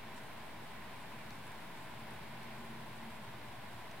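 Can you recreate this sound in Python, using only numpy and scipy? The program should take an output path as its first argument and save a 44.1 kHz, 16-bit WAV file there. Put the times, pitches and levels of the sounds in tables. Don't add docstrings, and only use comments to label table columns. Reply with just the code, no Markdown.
import sys
import numpy as np
from scipy import signal
from scipy.fft import rfft, irfft
from scipy.io import wavfile

SR = 44100
rng = np.random.default_rng(int(sys.argv[2]) if len(sys.argv) > 2 else 0)


def to_wav(s):
    ch = np.atleast_2d(s).T
    pcm = np.round(np.clip(ch, -1, 1) * 32767)
    wavfile.write(sys.argv[1], SR, pcm.astype(np.int16))


N = 176400

# pitch_hz, relative_db
RUMBLE_COLOUR = [(20, -16), (35, -30), (52, -9.5), (76, -4), (92, -5), (120, -3.5), (150, -3.5), (172, -1),
                 (194, -4.5), (222, -1.5), (245, -3.5), (272, -7), (380, -7), (500, -12), (900, -36),
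                 (2000, -51)]
# time_s, change_db
RUMBLE_RISE = [(0, -1), (1.1, -0.5), (1.7, 0), (2.7, 0), (3.3, -1), (4, -1.5)]
# pitch_hz, relative_db
WASH_COLOUR = [(250, -19.5), (520, -11), (630, 0), (730, -2.5), (820, -1.5), (920, -0.3), (1030, 1),
               (1150, -6.5), (1310, -8.5), (1470, -5.5), (2250, -7.5), (3050, -12), (3750, -13),
               (4600, -18), (5300, -21), (6100, -25), (6750, -26), (7300, -25), (9700, -24.5), (10900, -25),
               (12500, -25), (13300, -24.5), (15500, -26.5)]
# time_s, change_db
BREEZE_STRENGTH = [(0, 0), (.9, 0), (1.4, 0.16), (2.4, 0.24), (3.1, -.1), (4, 0)]
# peak_time_s, level_db, half_length_s
LEAF_SURGES = [(.11, -62.5, .07), (.86, -63, 0.11), (1.22, -59, .05), (2.1, -65.5, .08),
               (2.48, -61.5, 0.16)]
# pitch_hz, relative_db
SURGE_COLOUR = [(1000, -16), (1800, 3.5), (2300, 4.5), (2900, -4.5), (5000, -16), (8000, -35)]
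# pitch_hz, level_db, waver_hz
MACHINE_DRONES = [(105.5, -69.5, 1.2), (135.6, -66.5, 2.34), (171.5, -75, 4.95), (214.2, -71.5, 4.09)]
# time_s, firing_rate_hz, level_db
REVVING_MOTOR = [(0, 119, -74), (1.2, 119.2, -72.5), (1.85, 120, -66), (2.12, 124.1, -60.5),
                 (2.32, 129.6, -62), (2.58, 127.4, -59.5), (2.76, 133, -65), (2.88, 125, -60),
                 (3.2, 118.7, -65), (3.5, 117.4, -65.5), (3.75, 115.6, -61), (4, 114, -73)]
# time_s, firing_rate_hz, level_db, roughness (0 to 1)
ROUGH_MOTOR = [(0, 112.5, -76, .3), (2.0, 112.4, -68.5, 0.4), (2.33, 113.4, -55.5, .2),
               (2.52, 114.1, -58, .25), (2.73, 115.6, -55.5, 0.25), (2.92, 113.3, -60, 0.6),
               (3.11, 113.3, -55, .4), (3.22, 111.4, -65.5, .4), (3.33, 112, -80, .3), (4, 113.2, -80, .3)]
# rate_multiple, relative_db
MOTOR_OVERTONES = [(1.5, -19), (1.86, -9.5), (2, -0.5), (3, -12)]
# start_s, peak_db, pitch_hz, sharpness (higher rings longer), left_minus_right_db
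WET_TICKS = [(0.144, -54, 9400, 5, -1), (0.237, -54, 6500, 1.5, -1), (0.373, -55, 7700, 5, -2),
             (0.404, -53, 4000, 3, -2), (1.3065, -42.5, 3900, 1.9, -3), (1.3275, -55, 8500, 4, -4),
             (1.3555, -53, 8800, 4, -1), (1.390, -56, 9000, 5, -2), (1.4685, -50, 9600, 5.2, -2),
             (1.4785, -50, 10500, 3, -4), (1.519, -50, 8750, 7.2, -1), (2.008, -56, 9700, 5, -2),
             (2.1085, -52, 9300, 9, -2), (2.1385, -52, 9200, 9, -1), (2.163, -58, 9300, 10, -1),
             (2.4317, -51, 8850, 4, 1), (2.6525, -55, 9640, 4, 0), (3.235, -55, 9000, 5.3, 0),
             (3.9135, -48.5, 4700, 2.3, -8)]
# start_s, level_db, rise_s, fall_s, treble_tilt_db_per_octave
LEAF_RUSTLES = [(0.156, -61.5, 0.016, .036, 7), (1.305, -68.5, .025, .06, -4),
                (1.465, -72, 0.01, 0.027, 12), (1.74, -67, 0.036, 0.028, 10), (2.09, -76, .06, .04, 12)]
# pitch_hz, relative_db
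RUSTLE_COLOUR = [(2500, -29), (4800, 0), (8500, 0), (10000, -10), (12000, -29)]
# time_s, level_db
CRACKLE_LOUDNESS = [(0, -77), (.45, -75.5), (1.0, -77.5), (1.4, -78), (2.2, -78), (3.1, -75), (4, -77)]
# time_s, level_db
SIZZLE_LOUDNESS = [(0, -85), (1.1, -84), (1.7, -78), (2.15, -82), (2.6, -86), (4, -84)]
# pitch_hz, relative_db
SIZZLE_COLOUR = [(8800, -54), (9700, 7), (10100, 0), (11200, -52)]
# pitch_hz, likeness (1 = the same, 0 = unrelated)
EAR_LIKENESS = [(30, 1), (130, 0.92), (240, 0.89), (320, 0.77), (490, 0.83), (665, 0.34), (760, 0.63),
                (930, 0.73), (1170, 0.63), (1470, 0.72), (2400, 0.62), (3100, 0.24), (4200, 0.012),
                (5500, -0.1), (8000, -0.052), (15000, -0.029)]
# pitch_hz, left_minus_right_db
EAR_BALANCE = [(100, 0), (400, 0.1), (620, 2.5), (830, -0.5), (1100, 1), (1450, -1), (1800, .1), (2200, -2),
               (2800, .3), (6000, .5), (7200, -2), (10000, -0.5), (15000, 0)]


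def low_rumble(level_db=-56, gust_db=0.5):
    swell_db = over_time(RUMBLE_RISE)[0]
    return from_db(level_db + swell_db + gust_db * drift(4.1)) * air_noise(RUMBLE_COLOUR)


def wind_in_plants(level_db=-51.5, gust_db=0.26):
    breeze_db = over_time(BREEZE_STRENGTH)[0]
    wash = from_db(level_db + breeze_db + gust_db * drift(21)) * air_noise(WASH_COLOUR)
    t = np.arange(N) / SR
    surges = sum(from_db(db) * np.exp(-0.5 * ((t - peak_s) / half_s) ** 2)
                 for peak_s, db, half_s in LEAF_SURGES)
    return wash + surges * air_noise(SURGE_COLOUR)


def machine_drones():
    return sum(from_db(db) * wavering_tone(hz, waver_hz, waver_rate_hz=5.5, fade_db=2, fade_rate_hz=4.5)
               for hz, db, waver_hz in MACHINE_DRONES)


def revving_motor():
    hz, db = over_time(REVVING_MOTOR)
    return from_db(db) * wavering_tone(hz, waver_hz=0.93, waver_rate_hz=6.1, fade_db=0.5, fade_rate_hz=8.1)


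def rough_motor(flutter_hz=20):
    hz, db, roughness = over_time(ROUGH_MOTOR)
    firing = (1 + roughness * drift(flutter_hz)) / np.sqrt(1 + roughness ** 2)
    out = 0
    for multiple, overtone_db in MOTOR_OVERTONES:
        tone = wavering_tone(multiple * hz, waver_hz=1.11, waver_rate_hz=9.1, fade_db=0, fade_rate_hz=7)
        out += from_db(db + overtone_db) * firing * tone
    return out


def wet_ticks(decay_s=0.0012):
    out = np.zeros((2, N))
    t = np.arange(SR // 50) / SR
    for start_s, db, hz, sharpness, side_db in WET_TICKS:
        burst = rng.standard_normal(len(t)) * np.exp(-t / decay_s)
        tick = ring(burst, hz, sharpness)
        tick /= np.abs(tick).max()
        ear_gains = from_db([[db + side_db / 2], [db - side_db / 2]])
        start = int(start_s * SR)
        out[:, start:start + len(t)] += ear_gains * tick[:N - start]
    return out


def leaf_rustles(grain_db=1.5):
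    out = 0
    for start_s, db, rise_s, fall_s, tilt in LEAF_RUSTLES:
        t = np.arange(N) / SR - start_s
        envelope = np.clip(t / rise_s, 0, 1) * np.exp(-np.maximum(t - rise_s, 0) / fall_s)
        colour = [(hz, level + tilt * np.log2(hz / RUSTLE_COLOUR[0][0])) for hz, level in RUSTLE_COLOUR]
        hiss = air_noise(colour) * from_db(grain_db * drift(250))
        out += from_db(db) * envelope * unit_level(hiss)
    return out


def leaf_crackle(pops_per_s=540, low_hz=7340, high_hz=10400, pitches=8, spread_db=1, clump_db=3.5):
    out = 0
    for hz in np.geomspace(low_hz, high_hz, pitches):
        pops = rng.random((2, N)) < pops_per_s / pitches / SR
        sizes = from_db(spread_db * np.minimum(rng.exponential(1, (2, N)), 4))
        out += ring(pops * sizes + 1e-18, hz, sharpness=14)
    return from_db(over_time(CRACKLE_LOUDNESS)[0] + clump_db * drift(10)) * unit_level(out)


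def high_sizzle(throb_db=3.0):
    return from_db(over_time(SIZZLE_LOUDNESS)[0] + throb_db * drift(25)) * air_noise(SIZZLE_COLOUR)


def air_noise(colour):
    hz = np.fft.rfftfreq(N, 1 / SR)
    shared, opposed = rfft(rng.standard_normal((2, N)))
    likeness = np.clip(at_pitch(EAR_LIKENESS, hz), -0.99, 0.99)
    sides = np.array([[1], [-1]])
    ears = np.sqrt(1 + likeness) * shared + np.sqrt(1 - likeness) * opposed * sides
    shape_db = at_pitch(colour, hz) + sides * at_pitch(EAR_BALANCE, hz) / 2
    return unit_level(irfft(ears * from_db(shape_db), N))


def wavering_tone(hz, waver_hz, waver_rate_hz, fade_db, fade_rate_hz):
    cycles = np.cumsum(hz + waver_hz * drift(waver_rate_hz)) / SR + rng.random()
    return unit_level(np.sin(2 * np.pi * cycles) * from_db(fade_db * drift(fade_rate_hz)))


def ring(x, hz, sharpness):
    return signal.lfilter(*signal.iirpeak(hz, sharpness, fs=SR), x)


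def drift(rate_hz):
    hz = np.fft.rfftfreq(N, 1 / SR)
    spectrum = rfft(rng.standard_normal(N)) * (hz > 0)
    return unit_level(irfft(spectrum / (1 + (hz / rate_hz) ** 2), N))


def over_time(table):
    times_s, *columns = np.transpose(table)
    return [np.interp(np.arange(N) / SR, times_s, column) for column in columns]


def at_pitch(table, hz):
    pitches_hz, values = np.transpose(table)
    return np.interp(np.log(hz + 1), np.log(pitches_hz), values)


def from_db(db):
    return 10 ** (np.asarray(db) / 20)


def unit_level(x):
    return x / np.sqrt(np.mean(x ** 2) + 1e-20)


def scene():
    far = low_rumble() + wind_in_plants() + machine_drones() + revving_motor() + rough_motor()
    near = wet_ticks() + leaf_crackle() + leaf_rustles()
    return far + near + high_sizzle()


def record(dry, offset=-0.0028, cutoff_hz=15850):
    hz = np.fft.rfftfreq(N, 1 / SR)
    return irfft(rfft(dry + offset) / np.sqrt(1 + (hz / cutoff_hz) ** 500), N)


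dry = scene()
out = record(dry)
to_wav(out)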